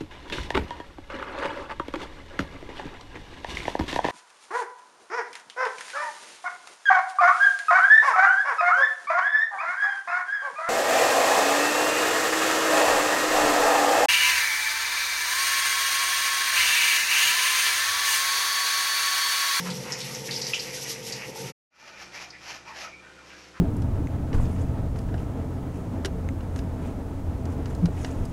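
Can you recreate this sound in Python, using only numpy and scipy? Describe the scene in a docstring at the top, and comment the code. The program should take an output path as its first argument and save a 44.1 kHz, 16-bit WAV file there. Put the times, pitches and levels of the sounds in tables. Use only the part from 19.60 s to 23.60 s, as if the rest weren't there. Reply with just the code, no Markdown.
"""A dog is washed in a small tiled bathroom. First a hand shower booms on its chest, then hisses
on the coat and drums dully, exciting the room's low resonances, while run-off splats on the tiles
and bubbles ping. Just before two seconds the sound cuts to a short silence. A second scene fades
in: hands rub the soapy fur, wet hairs slip and pockets of air squelch, over a low hum and a soft,
hollow hiss."""
import sys
import numpy as np
from scipy import signal
from scipy.fft import rfft, irfft, next_fast_len
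from scipy.io import wavfile
from scipy.ndimage import map_coordinates

SR = 44100
rng = np.random.default_rng(int(sys.argv[2]) if len(sys.argv) > 2 else 0)


def dump_mix(stems):
    """Bounce the given channels to the path in sys.argv[1] as a 16-bit WAV at rate SR."""
    frames = np.atleast_2d(stems).T  # one column per channel
    limited = np.clip(frames, -1, 1)  # hard clip at full scale
    pcm = np.round(limited * 32767).astype(np.int16)
    wavfile.write(sys.argv[1], SR, pcm)


N = 176400
T = np.arange(N) / SR


def spray():
    """Superposed impacts make noise: fine drops fizz on the coat, larger ones patter on the floor."""
    # Each row: time in seconds, level of the treble in dB, level of the mids in dB.
    levels = [(0, -40.5, -45), (.2, -42.5, -49), (.3, -45, -43), (.46, -44.5, -43), (.56, -43, -47.5),
              (.64, -40, -47), (.76, -41, -44.5), (.9, -40.5, -43), (1.06, -42, -43.5), (1.16, -41, -43),
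              (1.32, -37.5, -44), (1.41, -51.5, -48), (1.5, -38.5, -45), (1.59, -44.5, -40.5),
              (1.73, -52.5, -48), (1.82, -37.5, -44), (1.92, -50, -47)]
    # Spectra of the fine and of the larger drops. Each row: frequency in Hz, relative level in dB.
    fizz_spectrum = [(1500, -37), (3000, -5), (4200, -5.5), (5700, 1.5), (7000, -6.5), (9500, -13.5),
                     (11800, -6.5)]
    patter_spectrum = [(150, -16.5), (400, -16), (800, -3), (1200, -8.5), (1600, -6.5), (1950, 3.5),
                       (2800, 0.5), (3500, -19.5), (6000, -45)]
    treble_db, mids_db = curves(levels)
    fizz = coloured(impacts(per_s=5200, spread_db=1.5), fizz_spectrum)
    fizz *= amp(treble_db + 2.5 + 3 * wobble(35.85))
    patter = coloured(impacts(per_s=2600, spread_db=1.5), patter_spectrum)
    patter *= amp(mids_db + 2.43 * wobble(25))
    return bathroom(fizz + patter, wet_db=-10.5)


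def drumming():
    """Forced resonance: the jets drum on the dog and keep the low modes of the small room droning."""
    # Each row: time in seconds, level of the boom in dB, level of the body of the sound in dB.
    levels = [(0, -47, -42.5), (.15, -35.5, -41.5), (.36, -43.5, -44), (.46, -41.5, -45.5),
              (.76, -41.5, -40.5), (.95, -46.5, -45.5), (1.2, -46, -45), (1.4, -46, -46.5),
              (1.57, -41.5, -44), (1.64, -50, -51), (1.70, -41, -40.5), (1.77, -47, -44.5),
              (1.84, -37.5, -41), (1.91, -40.5, -44)]
    # The two strongest resonances swell in turn.
    # Each row: time in seconds, level of the lower in dB, level of the upper in dB.
    pair_levels = [(0.0, -62, -45), (0.104, -49, -45.5), (0.56, -59, -50.5), (0.612, -47.5, -49.5),
                   (1.238, -52, -47), (1.338, -44.5, -66), (1.376, -49, -49), (1.66, -49.5, -54),
                   (1.698, -50, -37), (1.746, -56, -51), (1.824, -38.5, -47), (1.9, -55.5, -62)]
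    # Room modes. Each row: frequency in Hz, bandwidth in Hz, relative level in dB.
    boom_modes = [(121.6, 8.8, -5), (134.8, 11, 1), (146.7, 14, -5), (185.3, 12, -5), (221, 7.8, -5)]
    body_modes = [(273, 43, -3), (326, 14, -6.5), (364.7, 10, -5), (399, 29, 0), (439.5, 8, -1),
                  (534, 8.9, 0), (751, 20, -4.5), (867, 70, -1), (920, 35, 0)]
    lower_modes, upper_modes = [(457, 7.9, 0)], [(498.8, 5.4, -3.5), (510.6, 8.2, -6.5)]
    # The unpitched part of the drumming. Each row: frequency in Hz, relative level in dB.
    thud_spectrum = [(60, -22.5), (110, 1.5), (250, 3), (560, 3), (680, -6.5), (950, -9), (1600, -29.5)]
    boom_db, body_db = curves(levels)
    lower_db, upper_db = curves(pair_levels)
    thud = amp(0.5) * coloured(impacts(per_s=1500, spread_db=4), thud_spectrum)
    pair = droning(lower_modes) * amp(lower_db + 1) + droning(upper_modes) * amp(upper_db + 1)
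    boom = droning(boom_modes) * amp(boom_db - 1.5)
    body = (droning(body_modes) + thud) * amp(body_db - 5)
    return boom + body + pair


def chest(hz=177.3, width_hz=14, until_s=0.16, fade_s=0.05):
    """A driven resonance booms at first, while the jets play on the dog's ribcage."""
    fade = (1 - np.tanh((T - until_s) / fade_s)) / 2
    return amp(-35) * fade * droning([(hz, width_hz, 0)])


def splats(rise_s=0.0007, smack_s=0.0029):
    """Impact breaks each lump of water on the tiles: a smack, then exponentially fading droplets."""
    # Each row: start in seconds, level in dB, pitch in Hz, width in octaves, decay time in seconds.
    lumps = [(0.101, -34, 4300, 0.4, 0.017), (0.321, -26.5, 5470, 0.13, 0.0066),
             (0.327, -28, 5400, 0.16, 0.0069), (0.335, -34, 5500, .17, 0.015),
             (0.403, -34, 4100, 0.4, 0.037), (0.546, -34.5, 5650, 0.13, 0.017),
             (0.684, -38.5, 2050, 0.19, 0.036), (0.709, -31, 4230, 0.24, 0.03),
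             (0.741, -32.5, 5130, 0.11, 0.022), (0.761, -29, 5000, 0.1, 0.01),
             (0.814, -32.5, 5050, 0.18, 0.047), (0.866, -30, 5150, 0.15, 0.011),
             (0.934, -22.5, 2713, 0.13, 0.013), (0.944, -32, 2830, 0.19, 0.027),
             (0.94, -34.5, 5440, 0.23, 0.029), (0.992, -29, 4840, 0.15, 0.015),
             (1.143, -38, 5400, 0.3, 0.027), (1.24, -43, 5800, 0.1, 0.053), (1.521, -32, 5030, 0.22, 0.02),
             (1.757, -37.5, 877, 0.077, 0.021), (2.702, -40, 4980, 0.1, 0.01),
             (3.702, -47, 2400, 0.19, 0.018)]
    out = np.zeros(N)
    for start, db, hz, octaves, decay_s in lumps:
        age = np.maximum(T - start, 0)
        attack = 1 - np.exp(-age / rise_s)
        burst = np.exp(-age / decay_s) + amp(-19.5) * np.exp(-age / smack_s)
        droplets = band(impacts(per_s=2700, spread_db=1.5), hz, octaves)
        out += amp(db + 2.5) * attack * burst * droplets
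    return bathroom(out, wet_db=-8)


def rubbing():
    """Friction: under each stroke of the hand countless wet hairs slip and foam crackles."""
    # Each row: time of the peak in seconds, level in dB, rise in seconds, fall in seconds.
    strokes = [(2.28, -40.5, 0.24, 0.043), (2.405, -41.5, 0.029, 0.042), (2.55, -40, 0.019, 0.03),
               (2.61, -41.5, 0.026, 0.047), (2.897, -37.5, 0.042, 0.054), (3.085, -46.5, .018, 0.044),
               (3.171, -40.5, 0.016, 0.065), (3.232, -41.5, 0.038, 0.029), (3.72, -51.5, 0.073, 0.067),
               (3.82, -50, 0.045, 0.068), (4, -59.5, 0.037, .05)]
    # Spectrum of rubbed wet fur. Each row: frequency in Hz, relative level in dB.
    fur_spectrum = [(150, -15), (400, -11), (660, -0.5), (1100, -3), (1400, -2.5), (2000, -0.5),
                    (2700, -0.5), (3500, -8.5), (5600, -2), (7000, -12.5), (8500, -27.5), (12000, -21)]
    power = np.zeros(N)
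    for peak, db, rise, fall in strokes:
        power += amp(2 * db) * np.exp(-((T - peak) / np.where(T < peak, rise, fall)) ** 2)
    hairs = coloured(impacts(per_s=5000, spread_db=2.5), fur_spectrum)
    return bathroom(hairs * np.sqrt(power) * amp(-1 + 1.4 * wobble(45)), wet_db=-10.5)


def squelches(fall_over_rise=1.14):
    """Cavity resonance: water pressed through the coat sets small air pockets ringing briefly."""
    # Each row: time of the peak in seconds, level in dB, pitch in Hz, width in octaves, rise in seconds.
    pockets = [(0.072, -35.5, 1320, 0.55, 0.016), (0.303, -41.5, 1210, 0.63, 0.046),
               (2.39, -50, 2400, 0.14, 0.019), (2.556, -47, 2020, 0.13, 0.026),
               (2.6, -46.5, 2380, 0.042, 0.023), (2.645, -55, 806, 0.2, 0.04),
               (2.749, -46, 2060, 0.2, 0.017), (3.084, -48, 2450, 0.05, 0.013),
               (3.088, -43.5, 910, 0.088, 0.015), (3.108, -48, 1110, 0.09, .014),
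               (3.11, -50, 1850, .12, 0.012), (3.16, -46, 1770, 0.082, .016),
               (3.243, -51.5, 655.3, 0.022, 0.02), (3.252, -49, 1305, 0.056, 0.024),
               (3.253, -47, 2420, 0.12, 0.025), (3.34, -48, 2310, .05, 0.021),
               (3.36, -58, 1480, 0.045, 0.01), (3.473, -52.5, 1500, 0.06, 0.027),
               (3.585, -51.5, 1470, 0.057, 0.012), (3.635, -54, 1100, 0.06, 0.015),
               (3.737, -51, 1570, 0.12, 0.022), (3.97, -47, 1360, 0.31, 0.021)]
    out = np.zeros(N)
    for peak, db, hz, octaves, rise in pockets:
        spread_s = rise * np.where(T < peak, 1, fall_over_rise)
        swell = np.exp(-0.5 * ((T - peak) / spread_s) ** 2)
        ring = band(impacts(per_s=1800, spread_db=1), hz, octaves)
        out += amp(db) * swell * evened(ring, share=0.36)
    return bathroom(out, wet_db=-5)


def bubbles(per_s=120, centre_hz=2602, range_octaves=2.4, range_db=26, decay_cycles=19, glide=0.076):
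    """Bubbles in the water on the floor ping as damped oscillators, each rising a little in pitch."""
    out = np.zeros(N + SR)
    t = np.arange(SR // 20) / SR
    for when, pitch, size in rng.random((int(per_s * N / SR), 3)):
        cycles = centre_hz * 2 ** (range_octaves * (pitch - 0.5)) * t
        decay = cycles / decay_cycles
        ping = np.exp(-decay) * np.sin(2 * np.pi * cycles * (1 + glide * decay / 2))
        out[int(when * N):][:len(t)] += amp(range_db * size) * ping
    return amp(-55.5) * unit(bathroom(out[:N], wet_db=-3.5))


def hollow():
    """Resonant filtering: a few fixed modes give a soft hiss a hollow ring."""
    # Each row: time in seconds, level of the ring in dB.
    levels = [(2.1, -43), (2.45, -51), (2.7, -60), (2.95, -52), (3.05, -53.5), (3.14, -53), (3.26, -49.5),
              (3.4, -56), (3.75, -57.5), (4, -74)]
    # Each row: frequency in Hz, bandwidth in Hz, level in dB before the treble is rolled off.
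    modes = [(645, 35, -6.5), (911, 42, -2), (1318, 65, 1), (1452, 66, -1.5), (1799, 35, 1), (1990, 48, -5),
             (2377, 43, 4.5), (2730, 41, -14.5)]
    level_db, = curves(levels)
    ring = ringing(impacts(per_s=4000, spread_db=0.5), modes)
    dulled = coloured(ring, [(250, 7), (600, -7), (2900, -10.5), (4500, -37)])
    return dulled * amp(level_db + 3.4 * wobble(17))


def background(drone_hz=68.4):
    """Slow amplitude and phase modulation makes a hum waver under a wet hiss and a faint rumble."""
    # Spectrum of the hiss. Each row: frequency in Hz, relative level in dB.
    hiss_spectrum = [(59, -43.5), (100, -8), (125, -11.5), (155, -3.5), (415, -1.5), (595, -8.5),
                     (727, -8.5), (1520, -8), (2100, -6.5), (6200, -16.5), (12000, -31), (15600, -59.5),
                     (22000, -120)]
    # The deepest tone of the hum. Each row: time in seconds, level in dB.
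    drone_levels = [(2.1, -65), (2.6, -66.5), (3.2, -65), (4, -63.5)]
    # The higher tones of the hum. Each row: frequency in Hz, level in dB.
    partials = [(124, -69), (188, -68), (307, -68), (522, -67), (646, -77.5)]
    hiss = coloured(impacts(per_s=4000, spread_db=2), hiss_spectrum)
    hiss = unit(bathroom(hiss, wet_db=-1.5)) * amp(-54.5 + 0.77 * wobble(8))
    drone_db, = curves(drone_levels)
    hum = amp(drone_db) * np.sin(2 * np.pi * drone_hz * T + 0.15 * wobble(4))
    for hz, db in partials:
        hum += amp(db + 1.8 * wobble(1.7)) * np.sin(2 * np.pi * hz * T + 0.65 * wobble(5.4))
    rumble = coloured(rng.standard_normal(N), [(20, -3), (50, -5), (90, -5), (200, -12), (1000, -60)])
    return hiss + np.sqrt(2) * hum + amp(-73) * rumble


def bathroom(x, wet_db):
    """Reverberation: reflections from the tiles follow the direct sound and decay exponentially."""
    # Each row: frequency in Hz, time to decay by 60 dB in seconds.
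    decay_times = [(120, 0.18), (500, 0.56), (2500, 0.31), (6000, 0.56), (12000, 0.2)]
    hz, t, noise = signal.stft(rng.standard_normal(SR // 2), SR, nperseg=256)
    decay = amp(-60 * t / along(decay_times, hz)[:, None])
    _, tail = signal.istft(noise * decay, SR, nperseg=256)
    response = np.pad(tail, (130, 0)) / np.linalg.norm(tail)  # reflections arrive 3 ms late
    echo = signal.fftconvolve(x, response)[:N]
    return (x + amp(wet_db) * echo) / np.hypot(1, amp(wet_db))


def impacts(per_s, spread_db):
    """Shot noise: tiny impacts at random times with random sizes, at rms 1."""
    size = amp(spread_db * np.minimum(rng.exponential(size=N), 5)) * rng.choice([-1, 1], N)
    return unit(size * (rng.random(N) < per_s / SR))


def droning(modes):
    """Steady random forcing sustains each mode as a narrow band of noise; the sum has rms 1."""
    hz = np.fft.rfftfreq(N, 1 / SR)
    out = np.zeros(N)
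    for centre, width, db in modes:
        resonance = 1 / (1 + (2 * (hz - centre) / (width + 1)) ** 2)
        tone = irfft(rfft(rng.standard_normal(N)) * resonance, N)
        out += amp(db) * evened(tone, share=0.65)
    return unit(out)


def ringing(x, modes):
    """Second-order resonators respond to x in parallel; the sum has rms 1."""
    def response(f):
        return sum(amp(db) * 1j * f * width / (hz * hz - f * f + 1j * f * width)
                   for hz, width, db in modes)
    return unit(filtered(x, response))


def band(x, hz, octaves):
    """Band-pass filtering by one resonance, at rms 1."""
    return unit(filtered(x, lambda f: 1 / (1 + 1j * np.log2((f + 1) / hz) / (2 * octaves)) ** 3))


def coloured(x, spectrum):
    """Spectral shaping by a curve of (Hz, dB) points, at rms 1."""
    return unit(filtered(x, lambda hz: amp(along(spectrum, hz))))


def filtered(x, response):
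    """Linear filtering multiplies the spectrum of x by a frequency response."""
    size = next_fast_len(N + SR // 2)
    return irfft(rfft(x, size) * response(np.fft.rfftfreq(size, 1 / SR)), size)[:N]


def evened(x, share):
    """Envelope compression smooths away a share of the chance swells and dips, at rms 1."""
    envelope = np.abs(signal.hilbert(unit(x)))
    return unit(x / (envelope + 0.11) ** share)


def wobble(per_s):
    """Smooth random modulation: a spline through per_s random values a second."""
    return map_coordinates(rng.standard_normal(int(N * per_s / SR) + 4), [T * per_s])


def curves(rows):
    """Linear interpolation in time of each column after the first."""
    times, *columns = np.transpose(rows)
    return [np.interp(T, times, column) for column in columns]


def along(points, hz):
    """Interpolation of (Hz, value) points on a logarithmic frequency axis."""
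    frequencies, values = np.transpose(points)
    return np.interp(np.log(hz + 1), np.log(frequencies + 1), values)


def amp(db):
    """Decibels as an amplitude ratio."""
    return 10 ** (np.asarray(db) / 20)


def unit(x):
    """Normalisation to rms 1."""
    return x / np.sqrt(np.mean(x ** 2) + 1e-20)


def scene(silence_from_s=1.922, silence_until_s=2.103, cut_s=0.02, fade_s=0.34):
    """The sources superpose in two scenes: the shower, then after a silence the soaping."""
    cut_off = np.clip((silence_from_s - T) / cut_s, 0, 1)
    fade_in = np.clip((T - silence_until_s) / fade_s, 0, 1) ** 1.35
    shower = spray() + drumming() + chest() + bubbles()
    common = splats() + squelches() + background()
    soaping = rubbing() + hollow()
    return (cut_off * (shower + common) + fade_in * (soaping + common))[None]


def record(dry):
    """Band limiting: a steep low-pass filter removes the highest treble."""
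    cutoff_hz = 12150
    return filtered(dry[0], lambda hz: 1 / (1 + (hz / cutoff_hz) ** 150))[None]


dry = scene()
out = record(dry)
dump_mix(out)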